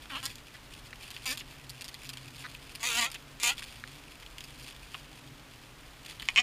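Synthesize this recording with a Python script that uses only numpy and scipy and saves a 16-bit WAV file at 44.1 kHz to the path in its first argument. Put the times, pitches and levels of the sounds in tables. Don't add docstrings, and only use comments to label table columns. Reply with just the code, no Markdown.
import sys
import numpy as np
from scipy import signal
from scipy.fft import rfft, irfft
from scipy.io import wavfile
from scipy.ndimage import uniform_filter1d, map_coordinates

SR = 44100
rng = np.random.default_rng(int(sys.argv[2]) if len(sys.argv) > 2 else 0)


def master_out(mix):
    frames = np.transpose(np.atleast_2d(mix))
    ceiling = np.clip(frames, -1, 1)
    pcm = np.round(ceiling * 32767).astype(np.int16)
    wavfile.write(sys.argv[1], SR, pcm)


N = 283122
RING_SIZE = 2048


def from_db(db):
    return 10 ** (np.asarray(db) / 20)


def rms_one(x):
    return x / np.sqrt(np.mean(x ** 2) + 1e-20)


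def unit_energy(x):
    return x / np.sqrt(np.sum(x ** 2) + 1e-20)


def drift(rate_hz):
    knots = rng.standard_normal(1024)
    return map_coordinates(knots, [np.arange(N) / SR * rate_hz], order=3, mode="wrap")


def swell(t, middle_s, half_s):
    return np.exp(-((t - middle_s) / half_s) ** 2)


def dying_noise(decay_s):
    t = np.arange(RING_SIZE) / SR
    return unit_energy(rng.standard_normal(RING_SIZE) * np.exp(-t / decay_s))


def minimum_phase(power):
    cepstrum = irfft(np.log(power + 1e-8) / 2)
    cepstrum[1:RING_SIZE // 2] *= 2
    cepstrum[RING_SIZE // 2 + 1:] = 0
    return irfft(np.exp(rfft(cepstrum)))


def responses(resonances):
    part_edges_hz = [150, 1750, 4000, 20000]
    hz = np.arange(RING_SIZE // 2 + 1) * SR / RING_SIZE + 1
    power = np.zeros(len(hz))
    for centre_hz, width_hz, level_db in resonances:
        offset = (hz - centre_hz) / width_hz
        power += from_db(level_db) ** 2 / (1 + offset ** 2 * 2) ** 2
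    power = power + from_db(-15.5) ** 2 * uniform_filter1d(power, size=121)
    parts = []
    for low_hz, high_hz in zip(part_edges_hz, part_edges_hz[1:]):
        band = 1 / (1 + (low_hz / hz) ** 16) / (1 + (hz / high_hz) ** 16)
        parts.append(minimum_phase(power * band))
    return parts


def in_box(drive, part, echo, echo_s):
    turns = rng.random() + 4.78 * np.arange(len(drive)) / SR
    angle = 2 * np.pi * turns
    sound = signal.fftconvolve(drive, unit_energy(part))
    for weight in (np.cos(angle), np.sin(angle)):
        scatter = np.roll(dying_noise(echo_s), 16)
        reflections = unit_energy(signal.fftconvolve(part, scatter)[:RING_SIZE])
        sound += echo * signal.fftconvolve(drive * weight, reflections)
    return sound / np.sqrt(1 + echo ** 2)


def strokes(times_s, levels_db, place, rough, uneven_db, scrape_s, echo, echo_s):
    starts = np.round(np.asarray(times_s) * SR).astype(int)
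    first = starts[0]
    size = starts[-1] - first + RING_SIZE
    force = rng.normal(0, 1, len(starts))
    out = np.zeros(N + 8 * RING_SIZE)
    reflected = (1.2, 1.1, .75)
    shares = np.clip(rough, 0, 1)
    for part, part_db, share, contact_s, wet in zip(place, levels_db, shares, scrape_s, reflected):
        drive = np.zeros(size)
        stroke_db = part_db + uneven_db * np.sqrt(share) * force
        gains = from_db(stroke_db) * np.sqrt(.004 * SR)
        for at, gain in zip(starts - first, gains):
            drive[at] += gain * np.sqrt(1 - share)
            drive[at:at + RING_SIZE] += gain * np.sqrt(share) * dying_noise(contact_s)
        sound = in_box(drive, part, wet * echo, echo_s)
        out[first:first + len(sound)] += sound
    return out[:N]


def background():
    # frequency_hz, density_db (per Hz)
    noise_shape = [(12, -36), (20, 0.5), (55, -1.5), (70, -5.5), (130, -5.5), (172, -12), (255, -12),
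                   (319, -11.5), (388, -13.5), (780, -14.5), (897, -13.5), (2910, -16.5), (5850, -24.5),
                   (14700, -33), (16000, -32)]
    level_db, boom_hz, boom_db = -52.5, 48, 6
    hz = np.arange(N // 2 + 1) * SR / N + 1
    points_hz, points_db = np.transpose(noise_shape)
    shape_db = np.interp(np.log(hz), np.log(points_hz), points_db)
    shape_db = shape_db + boom_db / (1 + ((hz - boom_hz) / 5) ** 2)
    spectrum = rfft(rng.standard_normal(N)) * from_db(shape_db)
    return from_db(level_db) * rms_one(irfft(spectrum, N))


def hum(rate_hz, level_db, overtones_db):
    phase = 2 * np.pi * np.cumsum(rate_hz) / SR
    partials_db = [0, *overtones_db]
    tone = sum(from_db(db) * np.sin(k * phase) for k, db in enumerate(partials_db, 1))
    return from_db(level_db) * rms_one(tone)


def colony_hum():
    # wingbeat_hz, level_db
    deep_hummers = [(120, -67.5), (133, -63.5), (146, -65)]
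    # closest_s, half_length_s, wingbeat_hz (when closest), level_db
    near_passes = [(0.25, 0.08, 114, -56), (1.71, 0.08, 127, -56), (2.2, 0.22, 127.5, -54),
                   (5.302, 0.08, 128, -55)]
    sag_hz_per_s = 32
    out = np.zeros(N)
    for hz, level_db in deep_hummers:
        rate_hz = hz * (1 + .04 * drift(4) + 0.054 * drift(45))
        out += hum(rate_hz, level_db + 3.0 * drift(6), (-3, -15))
    t = np.arange(N) / SR
    waver = 1 + 0.0143 * drift(30)
    for closest_s, half_s, hz, level_db in near_passes:
        sinking_hz = hz - sag_hz_per_s * np.clip(t - closest_s, -2 * half_s, 2 * half_s)
        out += swell(t, closest_s, half_s) * hum(sinking_hz * waver, level_db, (-11, -19))
    return out


def scurry(place):
    # middle_s, half_length_s, level_db
    scurry_bouts = [(0.25, 0.31, -54), (0.787, 0.15, -54), (1.12, 0.17, -51), (1.45, 0.45, -60),
                    (2.366, 0.63, -54), (3.132, 0.098, -53.5), (3.608, 0.12, -45.5), (4.15, 0.67, -57.5),
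                    (4.643, 0.16, -52.5), (4.975, 0.37, -56), (6.082, 0.041, -47), (6.296, 0.2, -51.5)]
    rest_db = -61.5
    sizes_db = 4.1 * np.minimum(rng.exponential(1, N), 4)
    sizes = from_db(sizes_db) * rng.choice([-1, 1], N)
    steps_per_s = 600 * from_db(5 * drift(28))
    steps = sizes * (rng.random(N) < steps_per_s / SR)
    part_gains = from_db([-10, .6, 0])
    body = sum(unit_energy(part) * gain for part, gain in zip(place, part_gains))
    spots = rng.integers(0, 10, N)
    echoes = np.zeros(N)
    for spot in np.unique(spots):
        echoes += signal.oaconvolve(steps * (spots == spot), dying_noise(0.0027))[:N]
    ticks = signal.fftconvolve(steps + 2 * echoes, body)[:N]
    t = np.arange(N) / SR
    power = from_db(rest_db) ** 2
    for middle_s, half_s, level_db in scurry_bouts:
        power = power + (from_db(level_db) * swell(t, middle_s, half_s)) ** 2
    return np.sqrt(power) * rms_one(ticks)


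def bumps():
    # start_s, bumps (count), pot_hz, level_db
    pot_bumps = [(0.057, 1, 1250, -39.5), (0.545, 4, 1860, -48.5), (0.9297, 2, 1710, -41.5),
                 (2.441, 7, 1640, -42), (3.623, 1, 1530, -38.5), (3.839, 1, 1560, -39),
                 (4.945, 2, 1170, -43)]
    out = np.zeros(N)
    t = np.arange(RING_SIZE) / SR
    for start_s, count, pot_hz, level_db in pot_bumps:
        phase = 2 * np.pi * pot_hz * t
        pot = (np.sin(phase) + 0.15 * np.sin(2.25 * phase)) * t * np.exp(-t / 0.00034)
        pot = np.diff(pot, prepend=0)
        times_s = start_s + .004 * np.arange(max(1, round(count)))
        out += strokes(times_s, [level_db], [pot], rough=[.25], uneven_db=2, scrape_s=[.001],
                       echo=.35, echo_s=.003)
    return out


def buzzes_on(surface):
    # surface, first_touch_s, hold_s, wingbeat start_hz, settled_hz, end_hz,
    # tap_db (mid-hold), swell_db (rise over the hold), air_db and scrape_db (relative to the tap)
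    bursts = [("nest", 0.1, 0.069, 325, 252, 342, -43.5, 4.3, -1.2, -12),
              ("nest", 0.229, 0.032, 258, 268, 280, -45, 0.88, -2, 0.46),
              ("nest", 1.257, 0.063, 272, 249, 305, -39.5, 2, -4, 2),
              ("close", 2.8305, 0.231, 224, 229, 272, -34.5, 4.7, -7.5, -2.6),
              ("close", 3.4333, 0.071, 237, 238, 284, -29.5, 1, -11.5, -3),
              ("housing", 6.287, 0.00084, 150, 172, 190, -28.5, 0, -16.5, -16.5),
              ("housing", 6.3603, 0.028, 162, 228, 250, -22, 10.5, -18.5, -17)]
    return [row[1:] for row in bursts if row[0] == surface]


def buzz(row, place, back_db, back_phase, release_db_per_s, air_lag_s, scrape_lag_s,
         approach_s=0, impact_db=0, **contact):
    # middle_s, half_length_s, wingbeat_gain_hz, level_gain_db
    strains = [(0.173, 0.007, 0.5, 1), (1.296, 0.0037, 0.5, 1), (2.874, 0.029, 25, 0.5),
               (2.989, 0.021, 15.5, 4), (3.027, 0.0095, -0.5, 3)]
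    settle_share = 0.3
    shift_s = 0.006
    scrape_swell_share = 0.36
    approach_db = -13.5
    release_s = 0.04
    start, hold, start_hz, settled_hz, end_hz, tap_db, swell_db, air_db, scrape_db = row

    t = np.arange(-approach_s, hold + release_s, 1 / SR)
    held = np.clip(t / max(hold, 1 / SR), 0, 1)
    strain_hz, strain_db = np.zeros(len(t)), np.zeros(len(t))
    for middle_s, half_s, gain_hz, gain_db in strains:
        effort = swell(start + t, middle_s, half_s)
        strain_hz += gain_hz * effort
        strain_db += gain_db * effort
    rate_hz = settled_hz + (start_hz - settled_hz) * np.exp(-held / settle_share) + strain_hz
    rate_hz = rate_hz + (end_hz - settled_hz) / (1 + np.exp((hold - t) / shift_s))

    turns = np.cumsum(rate_hz) / SR
    turns = turns - np.interp(0, t, turns)
    beats = np.arange(np.ceil(turns[0]), turns[-1])
    phases = np.ravel([beats, beats + np.clip(back_phase, .2, .8)], order="F")
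    jitter_s = 0.00001 * rng.standard_normal(len(phases))
    times = np.interp(phases, turns, t) + jitter_s

    stroke_db = tap_db + np.tile([0, back_db], len(beats))
    stroke_db = stroke_db + approach_db * (phases < 0) + impact_db * (phases == 0)
    press_db = np.interp(times, t, swell_db * (held - .5) + strain_db)
    parts = [(air_db + press_db, hold + air_lag_s),
             (press_db, hold),
             (scrape_db + scrape_swell_share * press_db, hold + np.clip(scrape_lag_s, -hold, hold))]
    levels_db = [stroke_db + part_db - release_db_per_s * np.maximum(times - fade_from, 0)
                 for part_db, fade_from in parts]
    return strokes(start + times, levels_db, place, **contact)


def nest_buzzes(place):
    return sum(buzz(row, place, back_db=-16.5, back_phase=0.457, release_db_per_s=477,
                    air_lag_s=0.00089, scrape_lag_s=0.0011,
                    rough=(.1, .25, .6), uneven_db=3.0, scrape_s=(.0015, .0015, .001),
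                    echo=0.88, echo_s=0.0019) for row in buzzes_on("nest"))


def flicks(place):
    # start_s, strokes (count), tap_db, scrape_db (levels of the first stroke)
    wing_flicks = [(0.156, 1, -39.5, -56), (0.192, 3, -47, -68), (0.255, 2, -38, -30.5),
                   (0.297, 6, -47, -50), (0.356, 1, -53, -44.5), (1.032, 3, -49.5, -51.5),
                   (1.105, 3, -47, -45.5), (1.165, 1, -40.5, -50.5), (1.35, 2, -51, -62),
                   (1.374, 2, -44, -39.5), (1.389, 4, -44.5, -44.5), (1.408, 3, -42.5, -56),
                   (1.695, 3, -51, -42), (1.81, 3, -45, -42), (1.844, 4, -49, -45), (1.881, 3, -46, -44),
                   (1.943, 1, -43, -42.5), (1.949, 1, -47, -51), (2.034, 1, -46, -48),
                   (2.046, 6, -50.5, -47.5), (2.092, 3, -43, -40.5), (2.133, 2, -45, -47),
                   (2.172, 1, -37.5, -47), (2.393, 9, -50.5, -49.5), (2.55, 1, -43, -55),
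                   (2.752, 1, -44, -43), (2.757, 1, -45, -39.5), (3.102, 1, -47, -45),
                   (3.116, 2, -47.5, -43), (3.145, 2, -40.5, -45.5), (3.156, 2, -41, -54),
                   (3.581, 4, -49, -48.5), (3.876, 1, -39.5, -50), (4.225, 2, -45.5, -58),
                   (4.263, 1, -42, -52), (4.383, 1, -39, -44), (4.407, 1, -44, -45), (4.44, 2, -49, -45.5),
                   (4.626, 7, -65, -51.5), (4.944, 2, -40.5, -68), (6.198, 1, -37.5, -49),
                   (6.207, 1, -44, -63), (6.222, 2, -36.5, -46)]
    air_db, fade_db = -11.5, 0.7
    out = np.zeros(N)
    for start_s, count, tap_db, scrape_db in wing_flicks:
        gaps_s = 0.0049 * from_db(rng.normal(0, 1.3, max(1, round(count))))
        times_s = start_s + np.cumsum(gaps_s) - gaps_s[0]
        loss_db = fade_db * np.arange(len(times_s))
        levels_db = [part_db - loss_db for part_db in (tap_db + air_db, tap_db, scrape_db)]
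        out += strokes(times_s, levels_db, place, rough=(.4, .4, .5), uneven_db=2.0,
                       scrape_s=(.0012, .001, .0009), echo=0.82, echo_s=0.0052)
    return out


def close_buzzes(place):
    return sum(buzz(row, place, back_db=-6.5, back_phase=.6, release_db_per_s=695,
                    air_lag_s=0.0039, scrape_lag_s=-0.0086, approach_s=.03, impact_db=1.5,
                    rough=(.1, .3, .55), uneven_db=3.0, scrape_s=(.002, .0025, .0013),
                    echo=0.72, echo_s=0.0028) for row in buzzes_on("close"))


def clacks(place):
    # start_s, level_db (of the treble)
    lid_clacks = [(3.4, -42.5), (3.4293, -35), (3.4332, -28.5), (3.4373, -29)]
    times_s, level_db = np.transpose(lid_clacks)
    levels_db = [level_db + part_db for part_db in (-18, -6, 0)]
    return strokes(times_s, levels_db, place, rough=(.3, .3, .5), uneven_db=1.0,
                   scrape_s=(.0005, .0005, .0005), echo=0.29, echo_s=0.0027)


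def housing_buzzes(place):
    return sum(buzz(row, place, back_db=-7.0, back_phase=0.39, release_db_per_s=900,
                    air_lag_s=0.0084, scrape_lag_s=0.013, impact_db=5,
                    rough=(.03, .03, .12), uneven_db=11.0, scrape_s=(.001, .001, .0006),
                    echo=0.37, echo_s=0.0053) for row in buzzes_on("housing"))


def scene():
    # centre_hz, width_hz, level_db (relative)
    nest_resonances = [(254, 140, -9), (504, 85, -16.5), (1060, 440, -6), (1940, 380, -1), (2590, 470, 8.5),
                       (3200, 630, 6), (4620, 1000, 0), (5660, 300, -8.5), (6480, 320, -7), (7080, 530, -4),
                       (8240, 990, -11), (9280, 950, -6), (10600, 1200, -13.5), (12660, 1100, -9),
                       (15200, 810, -20)]
    # centre_hz, width_hz, level_db (relative)
    lid_resonances = [(235, 270, -9.5), (490, 180, -19), (950, 234, 3.5), (1410, 110, 0.5), (2080, 255, -2),
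                      (2606, 500, -0.5), (3140, 350, -6), (3610, 640, -7), (4600, 700, -7),
                      (5500, 320, -14), (6920, 1200, -4), (8300, 1100, -14), (9500, 600, -12),
                      (10400, 700, -11), (12530, 1300, -16), (14700, 1200, -20)]
    # centre_hz, width_hz, level_db (relative)
    housing_resonances = [(239, 77, -15.5), (775, 130, -8), (1100, 210, -5.5), (2160, 370, -4.5),
                          (2250, 160, -2), (2516, 160, 1.5), (3040, 240, -1.5), (3500, 160, -13.5),
                          (4450, 600, -20), (5530, 430, -14), (6700, 280, -13), (7440, 870, -20),
                          (9400, 450, -33), (12500, 3800, -42)]
    nest, lid = responses(nest_resonances), responses(lid_resonances)
    housing = responses(housing_resonances)
    throughout = background() + colony_hum() + scurry(nest)
    touches = bumps() + flicks(nest) + clacks(lid)
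    bursts = nest_buzzes(nest) + close_buzzes(lid) + housing_buzzes(housing)
    return (throughout + touches + bursts)[None]


def record(dry):
    cutoff_hz = 15450
    lowpass = signal.ellip(12, .1, 80, cutoff_hz, fs=SR, output="sos")
    return signal.sosfilt(lowpass, dry)


dry = scene()
out = record(dry)
master_out(out)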